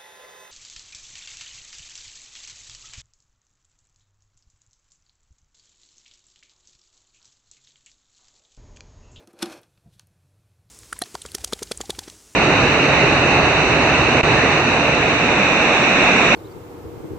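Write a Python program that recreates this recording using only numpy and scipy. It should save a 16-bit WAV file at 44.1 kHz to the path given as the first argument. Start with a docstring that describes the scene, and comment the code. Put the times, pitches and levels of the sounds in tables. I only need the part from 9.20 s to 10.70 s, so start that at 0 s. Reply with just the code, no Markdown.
"""A snap-off knife is turned over and picked up, close by, from a wooden table strewn with soap crumbs.
Its handle knocks, once hard: the wood thuds, the knife rings and crumbs crunch. It drags off in a rasp
of tiny catches on the grain; then come small ticks of blade and fingernails. Skin rubs on table and
soap, a fingertip squeaks faintly and the hand bumps softly round the bar. The quiet room rumbles."""
import sys
import numpy as np
from scipy import signal
from scipy.fft import rfft, irfft
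from scipy.io import wavfile

SR = 44100
rng = np.random.default_rng(int(sys.argv[2]) if len(sys.argv) > 2 else 0)


def put_to_file(sound):
    """Save the sound as 16-bit audio at rate SR, in the file named by the first command-line argument."""
    columns = np.atleast_2d(sound).T  # one column per channel
    safe = np.clip(columns, -1, 1)
    whole_steps = np.round(safe * 32767)
    wavfile.write(sys.argv[1], SR, whole_steps.astype(np.int16))


N = 66150
TIME = np.arange(N) / SR
BIN_HZ = np.maximum(np.arange(N // 2 + 1) * SR / N, 1)

# ring of handle and blade: (frequency [Hz], level [dB], t60 [s])
KNIFE_MODES = [(1465, -9, .07), (2548, -6.5, .05), (3390, -5, .055), (3665, -9, .04), (4260, -7, .04),
               (4790, -8, .03), (5390, -2, .035), (6060, -3, .026), (6840, -13, .03), (7990, -6, .02),
               (8765, -2, .02), (9220, -10, .025), (10180, -3, .022), (11600, -8, .022)]


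def handle_knocks():
    """Each knock pushes the table top down, crushes a few crumbs and sets the knife ringing."""
    # handle hits: (time [s], table thud [dB], knife ring [dB], crunch [dB])
    hits = [(0.0741, -50, -61, -63), (0.1342, -50, -71, -70.5), (0.1889, -59.5, -52, -46.5),
            (0.2212, -47.5, -43, -28.5), (0.2250, -25, -26, -23.5), (0.2563, -53, -54, -36.5),
            (0.2706, -43.5, -64, -60), (0.3215, -62, -52, -47), (0.4308, -83, -61.5, -56)]
    # tone of the crushed crumbs: (frequency [Hz], level [dB])
    crunch_tone = [(420, -12), (700, -2), (1200, 2), (2100, -5), (3300, 1), (5400, -4.5), (7000, -10.5),
                   (9000, -11), (11500, -14), (13000, -23), (15500, -33)]
    # brief stereo widening of the noise at the knocks: (frequency [Hz], side minus mid [dB])
    widening = [(300, -6), (2500, -22.5), (5000, -7), (9000, 2.5), (13000, 1.5)]
    crush_attack_s, crush_t60_s = .002, .025
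    times, table_db, knife_db, crunch_db = np.transpose(hits)
    crush = sum(from_db(db) * burst(t, crush_attack_s, crush_t60_s) for t, db in zip(times, crunch_db))
    # the knife's modes start one by one as the crumbs give way
    knife = sum(ring(clicks(times + crush_attack_s * rng.random(), knife_db), [m]) for m in KNIFE_MODES)
    knife = rolloff(knife, hz=12500, order=6)
    noise = stereo(colour(crunch_tone), width=widening)
    return knife - table_top(clicks(times, table_db)) + crush * noise


def handle_drag():
    """The handle catches on the wood grain in a dense rasp, heard directly and through table and knife."""
    # envelope of the drag: (time [s], level [dB])
    envelope = [(0, -56), (0.04, -59.5), (0.062, -73.5), (0.11, -56.5), (0.124, -69.5), (0.176, -60.5),
                (0.192, -52.5), (0.22, -36.5), (0.25, -43.5), (0.285, -44), (0.326, -38), (0.355, -47.5),
                (0.385, -48), (0.415, -64.5), (0.44, -59.5), (0.47, -72.5), (0.56, -75)]
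    # tone of the direct rasp: (frequency [Hz], level [dB])
    rasp_tone = [(170, -26), (330, -7), (410, -15), (490, -6), (720, -6.5), (1000, -13), (1250, -11.5),
                 (1500, -10.5), (2020, -16.5), (2350, -14), (2560, -10), (2850, -18.5), (3900, -21),
                 (4300, -15), (4700, -22), (6200, -22.5), (7200, -26), (11500, -28), (15000, -42)]
    grains_per_s, spread_db = 5500, 2.5
    rasp_db, wood_db, knife_db = -4, -18.5, -16.5
    caught = rng.random(N) < grains_per_s / SR
    sizes = from_db(spread_db * np.minimum(rng.exponential(1, N), 4))
    grains = caught * sizes * rng.choice([-1, 1], (2, N))
    wood = from_db(wood_db) * rms_one(table_top(grains[0]))
    knife = from_db(knife_db) * rms_one(ring(grains[1], KNIFE_MODES))
    rasp = from_db(rasp_db) * stereo(colour(rasp_tone), grains)
    return level(envelope) * (rasp + wood + knife)


def table_top(force):
    """The wood answers with a hollow thud from its low modes and a lighter clack from the higher ones."""
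    # resonances of the table top: (frequency [Hz], level [dB], t60 [s])
    modes = [(198, -8, .1), (220, -6, .09), (243, -7, .14), (277, -9, .1), (323, 0, .2), (342, 0, .17),
             (490, -26, .25), (574, -22, .24), (722, -22, .22), (763, -17, .25), (885, -18, .12),
             (1008, -18, .16), (1140, -18, .16), (1243, -12, .09)]
    split_hz = 400
    push_hz, contact_hz = 350, 2180   # reach of the hand's slow push and the handle's quick contact
    thud = rolloff(ring(force, [m for m in modes if m[0] < split_hz]), push_hz, order=7)
    clack = rolloff(ring(force, [m for m in modes if m[0] >= split_hz]), contact_hz, order=2)
    return rolloff(thud + clack, hz=185, order=3, kind="highpass")


def ticks():
    """Blade and fingernails make short damped contacts, each round its own pitch over a dull skirt."""
    # contacts: (time [s], level [dB], centre [Hz], width [octaves], t60 [s])
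    contacts = [(0.0736, -47, 4500, 1.1, .01), (0.131, -59, 9500, .4, 0.026),
                (0.4143, -58.5, 14000, 0.74, 0.034), (0.5751, -58, 2400, 0.55, 0.022),
                (0.7950, -39.5, 5940, .5, 0.0092), (0.7971, -46, 2200, .9, 0.01),
                (0.8703, -56, 9500, .6, .01), (1.317, -70.5, 2580, 0.85, 0.016),
                (1.4925, -65.5, 3660, 0.35, 0.011)]
    skirt_db, skirt_hz = -10.5, 2500
    skirt = from_db(skirt_db) / np.hypot(1, BIN_HZ / skirt_hz)
    out = 0
    for start, db, hz, octaves, t60 in contacts:
        hump = np.exp(-.5 * (np.log2(BIN_HZ / hz) / octaves) ** 2)
        out = out + from_db(db) * burst(start, attack=.0004, t60=t60) * stereo(hump + skirt)
    return out


def low_thuds():
    """Rounded pushes wake low modes: the table thuds under the handle's knock, later the hand bumps."""
    # two rows of low table thud under the knock, then soft hand bumps: (time [s], level [dB])
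    thuds = [(0.236, -46.5), (0.306, -50.5), (0.385, -57), (0.480, -68), (0.577, -58.5), (0.6585, -44),
             (0.6726, -41.5), (0.762, -53.5), (0.830, -57), (0.903, -56), (1.192, -66), (1.455, -63.5)]
    # low body of each thud: (frequency [Hz], level [dB], t60 [s])
    modes = [(52, -13, .12), (108, -3.5, .09), (168, 2, 0.062)]
    push = rolloff(clicks(*np.transpose(thuds)), hz=190, order=4)
    return -ring(push, modes)


def hand_rub():
    """Skin rubs on the table in dull swells of friction noise."""
    # envelope of the rub: (time [s], level [dB])
    envelope = [(0, -55), (0.04, -55.5), (0.06, -67.5), (0.085, -56), (0.12, -69), (0.15, -61), (0.2, -54),
                (0.38, -55.5), (0.47, -73.5), (0.58, -84), (0.67, -69), (0.75, -84.5), (1.1, -93),
                (1.145, -73.5), (1.2, -89)]
    # tone of skin on wood: (frequency [Hz], level [dB])
    tone = [(100, -23), (220, -10.5), (310, 3), (390, -5.5), (470, 0.5), (700, -8.5), (1400, -19.5),
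            (3000, -38)]
    return level(envelope) * stereo(colour(tone))


def finger_slide():
    """Fingers slide on the soap with a light, bright hiss."""
    # envelope of the slide: (time [s], level [dB])
    envelope = [(0.68, -79), (0.715, -74.5), (0.738, -65), (0.765, -74), (0.81, -67.5), (0.85, -84)]
    # tone of skin on soap: (frequency [Hz], level [dB])
    tone = [(800, -11), (2500, -5.5), (3900, 1.5), (5000, -4), (11000, -6), (15000, -18)]
    return level(envelope) * stereo(colour(tone))


def fingertip_squeak():
    """Skin sticks and slips on the soap: a narrow noise band with a loose pitch."""
    pitch_hz, half_width_hz = 679, 24
    band = 1 / (1 + ((BIN_HZ - pitch_hz) / half_width_hz) ** 2)
    return from_db(-68) * burst(start=.62, attack=.048, t60=.12) * stereo(band)


def room_tail(x):
    """The room's reflections blur into a short diffuse tail."""
    # tone of the reverb: (frequency [Hz], level [dB])
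    tone = [(100, -8), (300, 11.5), (1500, 6.5), (6000, -1), (15000, -2)]
    wet_db = -16.5
    tail = stereo(colour(tone)) * burst(start=.004, attack=.004, t60=.21)
    return from_db(wet_db) * signal.fftconvolve(x, rms_one(tail) / np.sqrt(N), axes=1)[:, :N]


def room_tone():
    """A low rumble swells gently under a faint steady hiss."""
    # swell of the rumble: (time [s], level [dB])
    swell = [(0, -70.5), (0.45, -68.5), (0.65, -63.5), (1.5, -63)]
    # tone of the rumble: (frequency [Hz], level [dB])
    rumble_tone = [(20, -29), (45, -14), (72, -12), (101, 0.5), (125, -5.5), (160, -9.5), (220, -25),
                   (400, -28), (900, -41), (2000, -45.5)]
    # tone of the hiss: (frequency [Hz], level [dB])
    hiss_tone = [(400, -3), (600, -1), (1000, -4), (2000, -8), (4000, -11), (6300, -7.5), (10000, -8),
                 (13000, -11.5), (15500, -19)]
    return level(swell) * stereo(colour(rumble_tone)) + from_db(-78) * stereo(colour(hiss_tone))


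def from_db(db):
    """Decibels to gain."""
    return 10 ** (np.asarray(db) / 20)


def rms_one(x):
    """Scale to rms 1."""
    return x / np.sqrt(np.mean(x ** 2) + 1e-20)


def level(points):
    """Gain envelope through (time [s], level [dB]) points."""
    return from_db(np.interp(TIME, *np.transpose(points)))


def burst(start, attack, t60):
    """Envelope with a straight rise and an exponential decay; times in seconds."""
    age = TIME - start
    return np.clip(age / attack, 0, 1) * np.exp(-np.log(1000) * np.maximum(age - attack, 0) / t60)


def per_bin(points):
    """Read (frequency [Hz], value) points on a log-frequency axis."""
    hz, value = np.transpose(points)
    return np.interp(np.log(BIN_HZ), np.log(hz), value)


def colour(points):
    """EQ curve as gain per frequency, falling 12 dB an octave beyond its end points."""
    low_cut = np.minimum(BIN_HZ / points[0][0], 1) ** 2
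    high_cut = np.minimum(points[-1][0] / BIN_HZ, 1) ** 2
    return from_db(per_bin(points)) * low_cut * high_cut


def rolloff(x, hz, order, kind="lowpass"):
    """A smooth cut of 6 dB an octave per order."""
    return signal.sosfilt(signal.butter(order, hz, kind, fs=SR, output="sos"), x + 1e-18)


def stereo(gain, source=None, width=None):
    """Two signals (white noise unless given) coloured and mixed as mid and side; rms 1."""
    # default spread, nearly mono: (frequency [Hz], side minus mid [dB])
    narrow = [(300, -50), (3500, -45.5), (6000, -24), (12000, -12.5)]
    side_gain = from_db(per_bin(narrow if width is None else width))
    mid, side = rfft(rng.standard_normal((2, N)) if source is None else source)
    left_right = mid + side_gain * side * [[1], [-1]]
    return rms_one(irfft(gain * left_right, N))


def clicks(times, db):
    """One impulse for each contact."""
    out = np.zeros(N)
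    samples = (np.asarray(times) * SR).astype(int)
    np.add.at(out, np.clip(samples, 0, N - 1), from_db(db))
    return out


def ring(force, modes):
    """Damped resonators: a unit click sets each mode ringing at its own level."""
    out = 0
    for hz, db, t60 in modes:
        decay, angle = from_db(-60 / (t60 * SR)), 2 * np.pi * hz / SR
        feedback = [1, -2 * decay * np.cos(angle), decay * decay]
        out = out + from_db(db) * signal.lfilter([.5, 0, -.5], feedback, force + 1e-18)
    return out


def scene():
    """The knife with its room tail, low thuds and skin sounds dry, and room tone underneath."""
    knife = handle_knocks() + handle_drag() + ticks()
    reverb = room_tail(knife)
    skin = hand_rub() + finger_slide() + fingertip_squeak()
    return knife + reverb + low_thuds() + skin + room_tone()


def record(dry):
    """A steep high cut takes off the very top."""
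    stop_hz, stop_db = 16500, 60
    return signal.sosfilt(signal.cheby2(14, stop_db, stop_hz, fs=SR, output="sos"), dry)


dry = scene()
out = record(dry)
put_to_file(out)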